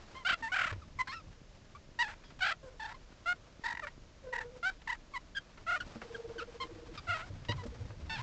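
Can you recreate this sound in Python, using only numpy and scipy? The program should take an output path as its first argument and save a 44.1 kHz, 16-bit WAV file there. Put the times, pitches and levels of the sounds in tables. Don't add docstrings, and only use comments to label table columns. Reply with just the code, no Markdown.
import sys
import numpy as np
from scipy import signal
from scipy.fft import rfft, irfft, next_fast_len
from scipy.io import wavfile
from scipy.ndimage import uniform_filter1d

SR = 44100
rng = np.random.default_rng(int(sys.argv[2]) if len(sys.argv) > 2 else 0)


def level_to_linear(level):
    exponent = np.asarray(level, float) / 20
    return 10 ** exponent


def persist_wave(psi):
    counts = np.round(np.clip(psi, -1, 1) * 32767).astype(np.int16)
    wavfile.write(sys.argv[1], SR, np.atleast_2d(counts).T)


N = 362502
TIME = np.arange(N) / SR
JOIN_S = .009
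CLEAR_ROUGH = .044


def rms_one(x):
    return x / np.sqrt(np.mean(x ** 2) + 1e-20)


def passed(x, kind, hz, order=2):
    return signal.sosfilt(signal.butter(order, hz, kind, fs=SR, output="sos"), x)


def noise_below(hz):
    return rms_one(passed(rng.standard_normal(N), "low", hz))


def coloured(x, spectrum):
    hz, level_db = np.transpose(spectrum)
    size = next_fast_len(N)
    grid = np.maximum(np.arange(size // 2 + 1) * SR / size, 1)
    gain = level_to_linear(np.interp(np.log(grid), np.log(hz), level_db))
    return rms_one(irfft(rfft(x, size) * gain, size)[:N])


def ring(hz, t60):
    t = TIME[:SR // 3]
    return np.sin(2 * np.pi * hz * t) * level_to_linear(-60 * t / max(t60, .002))


def grains(per_second, spread_db, largest):
    sizes = level_to_linear(spread_db * np.minimum(rng.exponential(1, N), largest)) * rng.choice([-1, 1], N)
    return sizes * (rng.random(N) < per_second / SR)


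def add(out, s, sound):
    i = round(s * SR)
    out[i:i + len(sound)] += sound[:N - i]


def voice(pitch, partials_db, jitter, shimmer, slack_db=0, resonant=0):
    # f/Hz, level/dB
    throat = [(1500, 27.5), (3000, -7.5), (4500, -6.5), (6000, -16.5), (9000, -23.5)]
    phase = 2 * np.pi * np.cumsum(pitch * (1 + jitter)) / SR
    upper_hz = np.mean(pitch) * np.arange(len(partials_db), 14)
    throat_db = np.interp(upper_hz, *np.transpose(throat))
    upper_db = partials_db[-1] - 4.5 + throat_db[1:] - throat_db[0]
    shape_db = np.concatenate([[partials_db[0] - 11.5], partials_db, upper_db])
    slide = (pitch / np.percentile(pitch, 75)) ** resonant
    tone = 0
    for k in range(1, len(shape_db)):
        partial_db = np.interp(k * slide, np.arange(len(shape_db)), shape_db)
        effort_db = slack_db * min(k - 1, 3)
        tone = tone + level_to_linear(partial_db + effort_db) * np.sin(k * phase)
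    return tone * (1 + shimmer) * np.sqrt(2 / np.sum(level_to_linear(shape_db[1:]) ** 2))


def microphone_hiss():
    # f/Hz, level/dB per Hz
    hiss_colour = [(12, -50.5), (20, 9.5), (56, 1), (428, -15.5), (626, -13), (729, -24.5), (1440, -23.5),
                   (5390, -28), (7120, -30), (8500, -49), (11000, -92), (18700, -120)]
    return level_to_linear(-57) * coloured(rng.standard_normal(N), hiss_colour)


def creaks():
    return level_to_linear(-67.0) * rms_one(passed(grains(40, 6.2, 4) + 1e-18, "band", [60, 280]))


def shifting():
    # t/s, rustle level/dB, rumble level/dB
    moves = [(0.0, -59.5, -51), (0.2, -63, -67), (0.529, -64.5, -49), (0.78, -68, -45),
             (1.49, -68.5, -50.5), (5.469, -68, -62), (5.841, -59, -40.5), (6.1, -59.5, -47.5),
             (6.62, -61, -46), (7.76, -62.5, -34), (8.22, -63.5, -41.5)]
    # f/Hz, level/dB per Hz
    fur_colour = [(300, 3), (1200, -0.5), (3000, -8), (5000, -10), (8000, -19.5)]
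    s, rustle_db, rumble_db = np.transpose(moves)
    clumped = grains(5000, 2.3, 3.5) * level_to_linear(2.5 * noise_below(14))
    rustle = level_to_linear(np.interp(TIME, s, rustle_db) + 3.5) * coloured(clumped, fur_colour)
    rumble = rms_one(passed(rng.standard_normal(N), "band", [25, 130])) * level_to_linear(4.23 * noise_below(6.9))
    return rustle + level_to_linear(np.interp(TIME, s, rumble_db) - 14.5) * rumble


def bumps():
    # t/s, peak level/dB, wall pitch f/Hz, upper knock level/dB re peak
    thuds = [(0.412, -49, 250, -6), (0.717, -34, 97.6, -19), (0.777, -38.5, 72.4, -36),
             (2.636, -51.5, 139.4, 0), (5.743, -66, 63, -28), (5.957, -42.5, 224, -0.5),
             (7.088, -36, 98.3, -33), (7.3, -36.5, 98.2, -12.5), (7.417, -44, 118, -18),
             (7.49, -27, 106, -6), (7.543, -32.5, 124, -20), (7.578, -33, 94.4, -32),
             (7.654, -43, 241.5, 3), (7.678, -37, 59, -23), (7.804, -36, 105, -36),
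             (7.9, -38.5, 108.5, -11), (8.02, -39, 59, -37), (8.188, -34, 118, -23)]
    out = np.zeros(N)
    onset = 1 - np.exp(-TIME[:SR // 3] / 0.0018)
    knock = sum(ring(mode_hz, 0.074) for mode_hz in (232.5, 310, 478, 580))
    for s, peak_db, hz, knock_db in thuds:
        add(out, s, level_to_linear(peak_db) * onset * (ring(hz, 0.22) + level_to_linear(knock_db) * knock))
    return out


def claws():
    # t/s, peak level/dB, brightness f/Hz
    ticks = [(0.725, -26.5, 860), (2.235, -37.5, 930), (2.301, -37.5, 1186), (2.389, -36, 1500),
             (2.777, -45, 2000), (4.814, -39.5, 1400), (5.574, -34, 900), (5.953, -36, 676),
             (6.016, -26, 740), (6.949, -35, 1370), (7.296, -49, 915), (7.447, -35.5, 1520),
             (7.523, -28, 593), (7.632, -33, 630), (7.662, -35.5, 635), (7.563, -45, 2400),
             (7.634, -39.5, 2200), (7.66, -41, 3600), (7.903, -34.5, 610)]
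    out, t = np.zeros(N), TIME[:SR // 10]
    for s, peak_db, hz in ticks:
        grit = rng.standard_normal(SR // 10)
        attack = np.minimum(t * level_to_linear(peak_db + 38) / .005, 1)
        burst = grit * level_to_linear(-60 * t / .06) * attack
        add(out, s, level_to_linear(peak_db - 3) * passed(burst, "band", [.4 * hz, 2.5 * hz]))
    return out


def purr():
    # t/s, peak level/dB
    swells = [(6.03, -53), (6.057, -50), (6.112, -46.5), (6.153, -44.5), (6.2, -43.5), (6.253, -42),
              (6.308, -42.5), (6.368, -44), (6.425, -44), (6.491, -49.5), (6.558, -49), (6.615, -49),
              (6.649, -51.5), (6.702, -50.5), (6.76, -55.5), (6.794, -52), (6.832, -51.5), (6.897, -51),
              (7.64, -49), (7.69, -77), (7.734, -52), (7.765, -61), (7.814, -54), (7.858, -58.5),
              (7.9, -64), (7.94, -57)]
    # t/s, peak level/dB
    deep_swells = [
        (6.288, -52),
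        (6.39, -49),
        (6.655, -50),
        (6.724, -50),
        (6.771, -49.5),
        (6.832, -53),
        (6.923, -49.5),
    ]
    purr_partials = [6, -22, -32, -42]
    wobble, out, t = .035 * noise_below(150), np.zeros(N), TIME[:SR // 10]
    pitched = [(s, 464.3 + 2.5 * max(-45.5 - db, 0), db) for s, db in swells]
    pitched += [(s, 332.6, db) for s, db in deep_swells]
    for s, hz, peak_db in pitched:
        waver = wobble[round(s * SR):][:SR // 10]
        swell = level_to_linear(peak_db) * np.exp(-((t - 1 / 20) / .013) ** 2)
        add(out, s - 1 / 20, swell * voice(hz, purr_partials, waver, 6 * waver))
    return out


def hoots():
    # t/s, pitch f/Hz, level/dB
    hoot_tracks = [
        [(4.23, 555, -70), (4.236, 558, -56), (4.25, 514, -47.5), (4.284, 497, -44.5), (4.318, 513, -50.5),
         (4.336, 514, -42.5), (4.358, 513, -60), (4.372, 472, -53), (4.4, 480, -58)],
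        [(4.4, 509, -54), (4.442, 478, -55), (4.456, 488, -46.5), (4.494, 478, -52), (4.516, 514, -59),
         (4.57, 494, -49.5), (4.584, 533, -63), (4.602, 487, -56), (4.62, 491, -67)],
    ]
    out, waver, flutter = np.zeros(N), .025 * noise_below(100), .2 * noise_below(60)
    for rows in hoot_tracks:
        s, hz, level_db = np.transpose(rows)
        at = slice(round(s[0] * SR), round(s[-1] * SR))
        effort_db = np.interp(TIME[at], s, level_db)
        slack_db = 1.7 * np.minimum(effort_db + 45.5, 0) / 2
        pitch = np.interp(TIME[at], s, hz)
        tone = voice(pitch, [1.5, -17, -19, -30], waver[at], flutter[at], slack_db)
        out[at] += level_to_linear(effort_db) * tone
    return out


def snaps():
    # t/s, peak level/dB, ring f/Hz
    pulses = [
        (0.55, -33, 1540),
        (.601, -33, 1560),
        (2.026, -44, 1820),
        (3.749, -42, 1730),
        (3.771, -34, 1650),
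        (3.794, -38, 1640),
        (3.85, -36, 1490),
        (3.869, -30, 1480),
        (7.523, -41, 2560),
    ]
    out, onset, t60_s = np.zeros(N), np.minimum(TIME[:SR // 3] / 0.0013, 1), 0.014
    for s, peak_db, hz in pulses:
        overtones = .55 * ring(1.445 * hz, t60_s) + .2 * ring(2.4 * hz, t60_s / 2)
        add(out, s, level_to_linear(peak_db) * onset * (ring(hz, t60_s) + overtones))
    return out


def litter():
    # t/s, length/ms, from f/Hz, to f/Hz, level/dB
    low_glides = [(.248, 13, 680, 707, -35.5), (.517, 22, 726, 739, -35), (2.404, 12, 865, 757, -38),
                  (3.257, 22, 688, 673, -37.5), (3.279, 52, 706.5, 719, -34.5), (3.82, 14, 718, 620, -46),
                  (3.835, 16, 604, 576, -40), (4.627, 33, 681, 716, -35.5), (4.66, 42, 755.6, 771, -33),
                  (5.664, 12, 729, 640, -41.5), (5.762, 17, 596, 618, -38.5), (7.068, 16, 780, 680, -45.5),
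                  (7.145, 23, 628, 644, -38), (7.168, 54, 639, 646, -43), (7.222, 29, 667, 744, -49.5),
                  (8.1, 50, 755, 732, -49.5)]
    mid_glides = [(0.423, 33, 924, 899, -35.5), (0.457, 27, 905, 884, -37.5), (0.485, 29, 986, 1130, -49.5),
                  (1.071, 17, 733, 865, -43.5), (1.109, 17, 816, 843, -50), (1.127, 19, 893, 948, -43.5),
                  (1.988, 34, 921, 965, -29), (2.022, 9, 986, 940, -26), (2.03, 19, 864, 910, -36.5),
                  (2.05, 30, 818, 853, -41), (2.079, 30, 899, 797, -44.5), (2.11, 33, 910, 922, -49.5),
                  (3.636, 15, 1036, 889, -38), (3.749, 7.9, 990, 930, -38.5),
                  (3.77, 10.6, 1030, 900, -39.5), (3.794, 8.1, 930, 934, -36.5), (3.867, 23, 885, 960, -46),
                  (4.426, 16, 890, 940, -50), (4.872, 15, 1150, 903, -36), (4.943, 17, 833, 880, -49.5)]
    thin_glides = [(0.987, 17, 1108, 979, -34.5), (1.003, 19, 1043, 1008, -29),
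                   (1.023, 25, 1014, 1005, -59), (2.795, 14, 970, 864, -42.5), (2.941, 16, 1016, 1067, -51),
                   (2.956, 12, 1010, 970, -63), (5.136, 27, 1118, 1076, -41.5),
                   (5.162, 17.4, 977, 997, -37.5)]
    high_glides = [(0.149, 40, 1017, 1060, -48), (0.189, 44, 1075, 1004, -53.5),
                   (0.817, 26, 1332, 1135, -58.5), (1.071, 17, 1063, 978, -45),
                   (1.088, 28, 1056, 1062, -43), (1.115, 25, 1097, 1320, -46), (1.141, 13, 1300, 1396, -48),
                   (1.152, 28, 1380, 1290, -48.5), (1.181, 33, 1350, 1225, -56.5),
                   (1.748, 27, 1122, 1190, -51.5), (6.6, 20, 1026, 1073, -39), (6.62, 20, 1071, 1017, -38),
                   (6.974, 24, 1250, 1166, -45), (7.576, 12, 1176, 1025, -51.5), (7.59, 35, 1004, 975, -50),
                   (7.523, 25, 1030, 995, -52), (8.166, 26, 798, 926, -56), (8.192, 26, 942, 1056, -45.5)]
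    bright_glides = [(7.484, 5, 1150, 943, -38.5), (7.489, 12, 930, 990, -35.5),
                     (7.501, 16, 945, 960, -37.5), (7.517, 9, 950, 1060, -37.5), (8.094, 9, 962, 892, -40),
                     (8.101, 49, 886, 899, -40), (8.15, 14, 883, 879, -40), (8.162, 12, 798, 803, -43),
                     (8.175, 16, 866, 870, -45), (8.197, 21, 849, 883, -47.5)]
    shrill_glides = [(2.24, 70, 1690, 1620, -65), (5.348, 16, 1557, 1726, -44),
                     (5.366, 22, 1594, 1611, -36), (5.801, 15, 1740, 1410, -39),
                     (5.813, 19, 1455, 1480, -48), (6.144, 12, 1680, 1610, -42.5),
                     (6.158, 8.2, 1540, 1290, -53), (6.38, 21, 1600, 1468, -43),
                     (6.404, 30.4, 1234, 1400, -46)]
    adult_glides = [
        (2.628, 77, 549, 501, -50.5),
        (2.705, 35, 540, 511, -62),
        (2.74, 36, 497, 465, -63.5),
        (3.852, 28.5, 574, 570, -53.5),
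    ]
    # t/s, length/ms, from f/Hz, to f/Hz, level/dB
    tails = [
        (.35, 23, 688, 700, -62.5),
        (2.531, 14, 700, 685, -56),
        (3.73, 9.7, 930, 950, -49.5),
        (4.702, 13, 776, 800, -59.5),
        (6.639, 13, 1034, 1074, -53.5),
    ]
    # t/s, length/ms, trough f/Hz, top f/Hz, level/dB
    low_throbs = [(.261, 24, 700, 777, -30), (0.289, 28, 461.5, 780, -28), (0.32, 26, 490, 715, -31.5),
                  (0.538, 19, 742.5, 817, -30.5), (0.559, 24, 548, 789, -30.5),
                  (0.585, 20.8, 502, 780, -30), (0.611, 18.4, 460, 745, -29.5), (0.634, 27, 493, 712, -32),
                  (.664, 30, 501, 659, -34.5), (0.694, 23, 474, 579, -38.5), (2.419, 23.6, 713, 765, -29),
                  (2.443, 16.3, 622, 807, -31.5), (2.463, 18.5, 586, 854, -30), (2.482, 26, 632, 816, -33),
                  (2.508, 20.4, 578, 676, -34), (5.68, 31.2, 664, 711, -35.5), (5.71, 29, 616, 722, -34.5),
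                  (5.735, 26, 654, 732, -35), (7.084, 27.3, 660, 717.5, -35.5),
                  (7.118, 26.7, 643.5, 713, -36.5)]
    mid_throbs = [(3.652, 17, 889, 964, -33.5), (3.677, 21, 803, 995, -37), (3.699, 17.8, 804, 954, -37),
                  (3.72, 12.7, 787, 957, -38), (4.325, 17, 895, 975, -35.5), (4.35, 19, 805, 979, -36),
                  (4.378, 15.3, 765, 971, -36), (4.403, 18, 740, 907, -40.5), (4.889, 23, 874, 1013, -34),
                  (4.917, 26, 828, 962, -36)]
    thin_throbs = [
        (2.811, 28.5, 859, 894, -42),
        (2.842, 25.4, 778, 908, -41),
        (2.87, 31.9, 810, 883, -48.5),
        (2.906, 24.5, 886, 980, -48),
    ]
    # swell within a throb (dB), dip at the seams (dB), seam (ms)
    low_trill, mid_trill, thin_trill = (2, 2.75, 6.45), (5.3, 6.3, 7), (3.8, 5.3, 2.4)
    return [((-11.5, -6.5, -10.5, -3), low_trill, low_glides, low_throbs),
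            ((-7.5, -17.5, -20.5, -3), mid_trill, mid_glides, mid_throbs),
            ((2, -14, -12, 9.5), thin_trill, thin_glides, thin_throbs),
            ((12, -3.5, -3, 17), low_trill, high_glides, []),
            ((-2, -0.5, -2.5, 7.5), low_trill, bright_glides, []),
            ((6.5, -7, -11.5, -3), low_trill, shrill_glides, []),
            ((14, -4, -31, 22), low_trill, adult_glides, []),
            ((-2.5, -17, -24, 0), low_trill, tails, [])]


def phrases(glides, throbs):
    parts = []
    for trilled, rows in enumerate((glides, throbs)):
        parts += [(s, s + ms / 1000, from_hz, to_hz, db, trilled) for s, ms, from_hz, to_hz, db in rows]
    parts = np.array(sorted(parts))
    return np.split(parts, np.flatnonzero(parts[1:, 0] - parts[:-1, 1] > JOIN_S) + 1)


def mouth(call_s):
    # t/s, fundamental level/dB, upper level/dB, extra seam dip/dB
    mouths = [(8.166, -2, -12, -6), (7.524, 4, -18, 0), (7.577, -5, -6, -11), (1.75, 0, -6, -3),
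              (6.382, -1, 1, -3), (2.941, 4, 6, 4), (2.24, -14, 6, 0), (.15, -7.5, -9, -7.5),
              (.248, -4, 7, 3.5), (.422, 4, -7, -6), (.517, -2, 2, 5.5), (.986, -2.5, -8, -7.5),
              (1.07, -9, 1, -12), (1.108, -13, 2, -3), (1.987, 0.5, 7, 5), (2.405, 0, 3, 0.5),
              (2.795, -2, 2, 2), (3.257, 2, -0.5, -8), (3.636, 2, 7, 0.5), (3.82, 6, 3, -2),
              (3.869, 0.5, 4.5, 0), (4.325, 1.5, -5, 2), (4.627, -2.5, -6.5, -4), (4.87, 2, 1.5, 1.5),
              (5.138, -1, -1.5, -6), (5.346, -2.5, -3.5, 13), (5.663, 1.5, -1.5, -1), (6.145, 3, -23, 3.5),
              (6.6, -5.5, -0.5, -14.5), (6.972, -8.5, 3.5, 0), (7.068, 4, 3.5, -2.5)]
    # t/s, third partial level/dB
    hollow = [(1.07, -5), (2.405, -3), (2.795, -3), (3.636, -16), (5.8, 0), (6.6, 4.5), (.248, -8.5),
              (7.068, -2), (.15, 7.5), (1.987, -0.5)]
    shape = next((row[1:] for row in mouths if abs(row[0] - call_s) < .01), (0, 0, 0))
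    return *shape, sum(db for s, db in hollow if abs(s - call_s) < JOIN_S)


def roughness(parts, hoarse):
    # t/s, added roughness (0-1)
    raspy = [(.517, .02), (1.07, .04), (2.795, .05), (3.636, .07), (3.869, .2), (4.325, .08), (6.972, .12),
             (7.068, .03)]
    # t/s, added roughness (0-1)
    broken = [(2.24, .12), (1.75, .1), (6.382, .08), (6.405, .12), (8.175, .2), (8.197, .12), (.485, .08),
              (1.069, .2), (1.114, .14), (2.872, .1), (2.906, .2), (3.733, .3), (4.403, .15), (4.428, .2),
              (4.702, .15), (5.815, .12), (7.168, .2), (2.532, .3)]
    start, _, from_hz, top_hz, mean_db, trilled = parts.T
    lost_db = np.clip(mean_db.max() - mean_db - 1.5, 0, 12)
    rough = CLEAR_ROUGH + hoarse * lost_db * (start - start[0] > .065)
    rough += sum(more for s, more in raspy if abs(s - start[0]) < JOIN_S)
    rough += .2 * (max(top_hz.max(), from_hz[0]) < 570)
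    if top_hz[-1] > 1.1 * from_hz[-1] and not trilled[-1]:
        rough[-1] = 2 * CLEAR_ROUGH
    rough += sum(more * (abs(s - start) < JOIN_S / 2) for s, more in broken)
    return np.clip(rough, 0, 1)


def fold_pitch(parts, voiced_s, t):
    arch = [(0, 0), (.3, .72), (.5, 1), (.68, 1), (.83, .74)]
    ramp = [(0, 0), (.25, 1 / 3), (.5, 2 / 3), (.75, 1), (.76, 1)]
    start, ends, from_hz, to_hz, _, trilled = parts.T
    when, risen = np.where(trilled[:, None, None], arch, ramp).T
    length = np.where(trilled, ends - start, voiced_s)
    knots_s = np.ravel(start + when * length, "F")
    knots_hz = np.ravel(from_hz + risen * (to_hz - from_hz), "F")
    return uniform_filter1d(np.interp(t, knots_s, knots_hz), size=140, mode="nearest")


def one_call(parts, animal, hoarse, resonant, edge_hz, jitter, shimmer, breath):
    (first_db, third_db, fourth_db, glide_dip_db), (swell_db, trill_dip_db, trill_seam_ms) = animal
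    start, ends, from_hz, top_hz, mean_db, trilled = parts.T
    lift_db, bright_db, deeper_db, hollow_db = mouth(start[0])
    end = ends[-1]
    at = slice(round(start[0] * SR), round(end * SR))
    t = TIME[at]

    trilling = np.roll(np.maximum.accumulate(trilled), -1)
    seam_s = np.where(trilling, max(trill_seam_ms + 1.3 * deeper_db, 2), 2.14) / 1000
    dip_db = np.where(trilling, trill_dip_db, glide_dip_db) + deeper_db
    drop = 1 - np.roll(from_hz, -1) / top_hz
    dip_db = dip_db * np.where(trilling, np.clip(drop / .035, .1, 1), 1)
    half = seam_s[:, None] / 2
    after_s = t + .7 * half - np.append(start[1:], 99)[:, None]
    seams = np.exp(-(after_s / half) ** 4) * np.maximum(dip_db, 0)[:, None]

    change_db = np.full(len(start), 1.4)
    change_db[0] = 3
    change_db[-1] = -2.5 if len(start) > 1 else -4.5
    change_db = np.where(trilled, swell_db, change_db)
    voiced_s = np.append(start[1:] - seam_s[:-1], end) - start
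    knots_s = np.ravel([start + .27 * voiced_s, start + .78 * voiced_s], "F")
    knots_db = np.ravel([mean_db - change_db / 2, mean_db + change_db / 2], "F")
    level_db = np.interp(t, knots_s, knots_db)

    rasp = roughness(parts, hoarse)[np.searchsorted(start, t + 1e-4) - 1] + seam_s @ seams / .34
    pitch = fold_pitch(parts, voiced_s, t)
    edges = np.clip((t - t[0]) / 0.0035, 0, 1) * np.clip((end - t) / 0.0018, 0, 1)
    slack_db = 0.14 * np.maximum(level_db - level_db.max(), -20)
    partials_db = [first_db + lift_db, 0, third_db + bright_db + hollow_db, fourth_db + bright_db]
    tone = voice(pitch, partials_db, .45 * rasp * jitter[at], .6 * rasp * shimmer[at], slack_db, resonant)
    air = (level_to_linear(-19.5) + 0.14 * rasp) * breath[at]
    throat = passed(passed(tone, "low", edge_hz, order=8) + air, "high", pitch.max() * .6, order=4)
    return at, level_to_linear(level_db - seams.sum(axis=0)) * edges * throat


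def calls():
    hoarseness = [.038, .045, .04, .003, .07, .01, .012, 0]
    fixed_mouth = [1, 1, .5, 0, 0, 0, 0, 0]
    # where the voice falls off steeply, f/Hz
    voice_tops = [4800, 5600, 5600, 5700, 6000, 6000, 4000, 4800]
    out = np.zeros(N)
    jitter, shimmer = passed(noise_below(900), "high", SR / 400), noise_below(700)
    breath = rms_one(passed(rng.standard_normal(N), "band", [1200, 6000], order=1))
    for hoarse, resonant, edge_hz, animal in zip(hoarseness, fixed_mouth, voice_tops, litter()):
        timbre, trill, glides, throbs = animal
        for parts in phrases(glides, throbs):
            at, sound = one_call(parts, (timbre, trill), hoarse, resonant, edge_hz,
                                 jitter, shimmer, breath)
            out[at] += sound
    return out


def tub(x):
    echoes = 1. * (np.arange(SR // 8) == SR // 600)
    wall_return = .55
    for ms in (1.3, 2.9, 4.7):
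        loop = np.zeros(round(ms * SR / 1000) + 1)
        loop[0], loop[-1] = 1, -wall_return
        echoes = signal.lfilter(loop[::-1], loop, echoes)
    return signal.fftconvolve(x, passed(echoes, "low", 4300))[:N]


def scene():
    near = calls() + purr() + hoots() + claws() + snaps()
    peak_hz, peak_width_hz = 1379, 160
    near = near + 0.7 * signal.lfilter(*signal.iirpeak(peak_hz, peak_hz / peak_width_hz, fs=SR), near)
    return (near + level_to_linear(-13.5) * tub(near) + bumps() + shifting() + creaks() + microphone_hiss())[None]


def top_cut(x):
    return signal.sosfilt(signal.butter(12, 8940, fs=SR, output="sos"), x)


def record(dry):
    cutoff_hz = 8780
    narrow = signal.sosfilt(signal.cheby2(10, 60, cutoff_hz * 1.093, fs=SR, output="sos"), dry)
    return top_cut(narrow)


dry = scene()
out = record(dry)
persist_wave(out)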